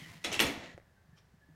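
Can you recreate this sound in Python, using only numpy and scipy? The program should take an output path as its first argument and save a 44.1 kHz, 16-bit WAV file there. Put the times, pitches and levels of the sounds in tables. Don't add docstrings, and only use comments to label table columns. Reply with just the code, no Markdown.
import sys
import numpy as np
from scipy import signal
from scipy.io import wavfile
from scipy.ndimage import uniform_filter1d

SR = 44100
rng = np.random.default_rng(int(sys.argv[2]) if len(sys.argv) > 2 else 0)


def materialize(psi):
    bounded = np.clip(np.atleast_2d(psi).T, -1, 1)
    quanta = np.round(bounded * 32767).astype(np.int16)
    wavfile.write(sys.argv[1], SR, quanta)


N = 68355
T = np.arange(N) / SR


def amp(db):
    return 10 ** (np.asarray(db) / 20)


def unit(x):
    return x / np.sqrt(np.sum(x ** 2) + 1e-20)


def read(points, hz):
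    f, value = np.transpose(points)
    return np.interp(np.log(hz + 1), np.log(f + 1), value)


def add(mix, s, sound):
    part = mix[max(round(s * SR), 0):][:len(sound)]
    part += sound[:len(part)]


def pulse(points, size=4096):
    log_gain = np.log(amp(read(points, abs(np.fft.fftfreq(size, 1 / SR)))))
    return np.fft.ifft(np.exp(np.conj(signal.hilbert(log_gain)))).real[:size // 2]


def colour(x, points):
    return signal.fftconvolve(x, unit(pulse(points)))[:len(x)]


def dying(x, t60s, size=256):
    hz, t, bands = signal.stft(x, SR, nperseg=size)
    decay = amp(-60 * t / np.maximum(read(t60s, hz), .005)[:, None])
    return signal.istft(bands * decay, SR, nperseg=size)[1][:len(x)]


def mode(hz, t60, t):
    return np.sin(2 * np.pi * hz * t) * np.exp(-np.log(1000) * t / t60)


def wheel_clicks(levels, spectrum, per_s=4500, spread_db=1):
    clicks = rng.standard_normal(N) * amp(spread_db * rng.standard_normal(N))
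    clicks *= rng.random(N) < per_s / SR
    envelope = amp(np.interp(T, *np.transpose(levels), left=-np.inf, right=-np.inf))
    return np.sqrt(N) * unit(colour(clicks, spectrum)) * envelope


def squeaks(rows, rough, sag_per_s=.6):
    out = np.zeros(N)
    for s, width, hz, db in rows:
        waver = np.sqrt(N) * unit(uniform_filter1d(rng.standard_normal(N), size=70))
        pitch = hz * np.exp(-sag_per_s * (T - s) + rough * waver)
        swell = np.exp(-.5 * ((T - s) / width) ** 2)
        out += amp(db) * np.sin(2 * np.pi * np.cumsum(pitch) / SR) * swell
    return out


def thuds(rows, rise_s=.004):
    out, t = np.zeros(N), T[:SR // 2]
    for s, db, hz, t60 in rows:
        add(out, s, amp(db) * unit(mode(hz, t60, t) * (1 - np.exp(-t / rise_s))))
    return out


def room(x, wet_db=0, tail_db=-5, early_db=-7, build_s=.0073):
    # frequency in Hz, t60 in seconds.
    decay = [(80, 0.62), (250, 0.5), (1000, 0.63), (2500, 0.43), (5500, 0.44), (8000, .38), (12000, 0.32)]
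    tail = unit(dying(rng.standard_normal(SR), decay) * (1 - np.exp(-T[:SR] / build_s)))
    early = np.zeros(SR)
    for s, strength in zip(rng.uniform(.002, .025, size=10), rng.standard_normal(size=10)):
        add(early, s, np.array([strength]))
    paths = amp(wet_db) * (amp(tail_db) * tail + amp(early_db) * unit(early))
    paths[0] += 1
    return signal.fftconvolve(x, paths)[:N]


def ventilation(level_db=-66.5):
    # frequency in Hz, gain in dB.
    spectrum = [(25, -15.5), (70, 5), (170, -1), (280, -11.5), (700, -13.5), (1300, -18), (1750, -14),
                (2400, -23.5), (5000, -27.5), (10000, -34), (16000, -35.5)]
    return amp(level_db) * colour(rng.standard_normal(N), spectrum)


def caster_spin():
    # time in seconds, level in dB.
    levels = [(0, -52.5), (.07, -57), (.16, -57), (.21, -65.5), (.24, -59), (.26, -73)]
    # frequency in Hz, gain in dB.
    spectrum = [(50, -15), (160, 7), (330, -1), (500, -9), (1300, -7.5), (2100, -4), (3100, -7.5),
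                (4300, -9.5), (7000, -15), (16000, -25.5)]
    return wheel_clicks(levels, spectrum)


def axle_whir(stage_width_hz=240):
    # time in seconds, pitch in Hz, level in dB.
    path = [(0, 2150, -57.5), (.06, 1947, -57), (.15, 2043, -68), (.21, 1940, -70.5), (.24, 2007, -61),
            (0.599, 1886, -63), (.67, 1995, -58), (0.752, 1781, -66), (0.774, 1742, -100)]
    s, hz, db = np.transpose(path)
    pole = np.exp(-np.pi * stage_width_hz / SR)
    band = rng.standard_normal(N) + 1j * rng.standard_normal(N)
    for _ in range(2):
        band = signal.lfilter([1 - pole], [1, -pole], band)
    tone = (band * np.exp(2j * np.pi * np.cumsum(np.interp(T, s, hz)) / SR)).real
    return np.sqrt(N) * unit(tone) * amp(np.interp(T, s, db))


def axle_squeaks():
    # peak time in seconds, half-width in seconds, pitch in Hz, level in dB.
    rubs = [(.005, 0.016, 3150, -56), (.045, .012, 3030, -56.5), (.1, 0.026, 1003, -63.5),
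            (.135, .014, 690, -62.5), (0.815, 0.0023, 2000, -63)]
    return squeaks(rubs, rough=.05)


def footsteps():
    # start in seconds, level in dB, pitch in Hz, t60 in seconds.
    footfalls = [(.018, -20.5, 155.5, 0.1), (.1, -23.5, 108, 0.067), (.153, -22.5, 155.5, 0.13),
                 (.745, -24.5, 116, 0.034), (.835, -34.5, 110.4, 0.047), (1.088, -33, 160.6, .05),
                 (1.13, -30, 156, 0.043), (1.338, -33, 194.3, 0.046), (1.487, -35.5, 280.5, 0.048),
                 (1.495, -26.5, 153.7, 0.23)]
    return thuds(footfalls)


def landings(crack_db=-11.5, crack_s=.00078, rattle_db=-4, ring_db=-14.5):
    # start in seconds, level in dB, bass, treble and top EQ in dB, rattle length factor.
    hits = [(0.2414, -9, -5, 1, -4.5, 1.9), (0.2459, -5, -4.5, 3, -3, 1.5), (0.2568, -10, 2, -8, -9, 2.5),
            (0.275, -14.5, 3.5, -10, -14, 3), (.295, -16.5, 2.5, -7.5, -12, 3.3),
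            (.317, -10, 5.5, -6.5, -15.5, 2.2), (0.3266, -6.5, -4.5, 7, 0.5, 2.6),
            (0.3426, -5.5, -6.5, -5.5, -4, 1.3), (.362, -13, -2.5, -4.5, -9, 0.76),
            (0.3936, -.5, -13, -4, 0, 1.2), (0.4011, 0.5, -2.5, 5, 0, 0.72), (0.4031, -1, -0.5, 2, -3, .9),
            (0.4096, -1, 6, -2.5, 6.5, 1.4), (0.421, -7.5, 5.5, -7, 11, 1.5),
            (0.4308, -8, 5.5, -1, 3.5, 2.8), (0.4663, -8.5, 2, -6, -6, 2.7)]
    # frequency in Hz, gain in dB.
    shell_spectrum = [(50, -20), (130, -9.5), (260, 1), (600, -0.5), (1200, -3), (1600, -3), (2100, 4),
                      (2900, 1.5), (4300, -2), (4900, -7), (5600, -8), (9500, -11), (11500, -14),
                      (16000, -23)]
    # frequency in Hz, t60 in seconds before the length factor.
    shell_decay = [(200, 0.14), (900, 0.072), (2500, 0.05), (6000, 0.048), (14000, 0.028)]
    # pitch in Hz, relative level in dB, t60 in seconds.
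    base_modes = [(242.6, -6.5, 0.49), (281.7, -5, .45), (356.4, -14, 0.52), (493, -8.5, 0.46),
                  (575, -10, 0.28), (844, -10, .45), (1285, -11, 0.26), (1990, -11.5, 0.35),
                  (2315, -5.5, 0.19), (2692, -7, 0.3), (3395, -2.5, 0.21), (4219, -11, .3), (5470, -6, .15)]
    bass_hz, mid_band_hz, treble_hz, top_hz = 450, (1800, 3420), 6840, 11900
    flat_mids = [(hz, 0) for hz in mid_band_hz]
    out, t = np.zeros(N), T[:SR // 2]
    for s, db, bass_db, treble_db, top_db, length in hits:
        crack_noise, shell_noise = rng.standard_normal((2, len(t)))
        crack = unit(crack_noise * np.exp(-t / crack_s))
        rattle = unit(dying(shell_noise, [(hz, t60 * length) for hz, t60 in shell_decay]))
        blow = colour(amp(crack_db) * crack + amp(rattle_db) * rattle, shell_spectrum)
        for hz, mode_db, t60 in base_modes:
            polarity = rng.choice([-1, 1])
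            detune = 1 + .006 * rng.standard_normal()
            blow += amp(ring_db + mode_db) * polarity * unit(mode(hz * detune, t60, t))
        contact = pulse([(bass_hz, bass_db), *flat_mids, (treble_hz, treble_db), (top_hz, top_db)])
        add(out, s, room(amp(db) * signal.fftconvolve(blow, contact)))
    return out


def caster_clacks(partner_db=-7, spread=.15):
    # start in seconds, level in dB, pitch in Hz, t60 in seconds.
    clacks = [(.2445, -12, 3390, .1), (0.318, -18, 5960, .06), (0.3425, -9.5, 2740, .03),
              (0.3936, -3, 2640, .026), (0.4029, -3, 2780, .02), (0.4088, -3.5, 2200, .028),
              (.408, -11.5, 11490, .04), (.467, -19, 6940, 0.025)]
    out, t = np.zeros(N), T[:SR // 4]
    for s, db, hz, t60 in clacks:
        partner = amp(partner_db) * mode(hz * (1 + spread * rng.uniform(-1, 1)), t60, t)
        add(out, s, amp(db) * unit(mode(hz, t60, t) + partner))
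    return out


def seat_thumps():
    # start in seconds, level in dB, pitch in Hz, t60 in seconds.
    blows = [(.248, -16.5, 337, 0.071), (.268, -16.5, 690, .06), (.266, -25, 76, .05),
             (.295, -18.5, 200, 0.085), (.31, -20.5, 107.6, .1), (.368, -17.5, 111, .06),
             (.408, -14.5, 246.3, .1), (.448, -11.5, 125, 0.044), (.458, -15.5, 70.5, 0.1),
             (.481, -10, 259.4, 0.13), (.499, -9.5, 270.5, 0.029), (.56, -19, 320, 0.024),
             (.575, -23.5, 82.6, 0.032), (.665, -28, 164, 0.14)]
    return thuds(blows)


def caster_roll():
    # time in seconds, level in dB.
    levels = [(.42, -80), (.5, -56), (.6, -52.5), (.65, -51), (.7, -57), (.745, -63), (.76, -82)]
    # frequency in Hz, gain in dB.
    spectrum = [(50, -18.5), (160, 2), (400, -6), (600, 1), (1200, -11.5), (1900, -5), (4000, -10),
                (5000, -18), (7000, -18.5), (8500, -30), (16000, -44)]
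    return wheel_clicks(levels, spectrum)


def close_taps(presence_hz=1800):
    # start in seconds, level in dB, presence boost in dB.
    taps = [(0.7784, -23.5, 5.5), (.784, -31, 0), (0.7995, -36.5, 14), (0.8256, -45, 20)]
    # frequency in Hz, gain in dB.
    spectrum = [(60, 0), (300, 10), (600, 16), (1100, -4.5), (2000, -4), (3000, -18), (9000, -22.5),
                (16000, -51)]
    out = np.zeros(N)
    for s, db, boost_db in taps:
        presence = pulse([(presence_hz / 2, 0), (presence_hz, boost_db), (presence_hz * 2, 0)])
        add(out, s, amp(db) * unit(signal.fftconvolve(pulse(spectrum), presence)))
    return out


def sole_squeaks():
    # peak time in seconds, half-width in seconds, pitch in Hz, level in dB.
    rubs = [(.87, .014, 1700, -72.5), (.98, 0.0098, 1558, -66), (1.145, .012, 1740, -68),
            (1.432, 0.015, 1710, -65), (1.485, 0.011, 1726, -70)]
    return squeaks(rubs, rough=.022)


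def shoe_scuff(peak_s=1.182, half_width_s=.011, level_db=-64):
    # frequency in Hz, gain in dB.
    spectrum = [(300, -12), (1300, 1.5), (1900, -11), (2350, 2), (2700, -8), (3100, 3), (3600, -5),
                (5000, -6.5), (5550, 1), (6300, -12), (16000, -34)]
    swell = np.exp(-.5 * ((T - peak_s) / half_width_s) ** 2)
    return amp(level_db) * colour(rng.standard_normal(N), spectrum) * swell


def scene():
    # time in seconds, gain in dB.
    fade = [(.72, 0), (.8, -4.5)]
    air = ventilation()
    wheels = room(caster_spin() + caster_roll() + axle_whir(), wet_db=-5)
    steps = room(footsteps(), wet_db=-9.5)
    rubbing = room(shoe_scuff() + axle_squeaks() + sole_squeaks(), wet_db=-4.5)
    impacts = landings() + room(caster_clacks(), wet_db=-5) + room(seat_thumps(), wet_db=-6.5)
    chair = (impacts + wheels) * amp(np.interp(T, *np.transpose(fade)))
    return (chair + steps + rubbing + close_taps() + air)[None]


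def record(dry):
    edge_hz = 15950
    low_pass = signal.firwin(411, edge_hz, window=("kaiser", 8), fs=SR)
    return signal.oaconvolve(dry, low_pass[None], "same")


dry = scene()
out = record(dry)
materialize(out)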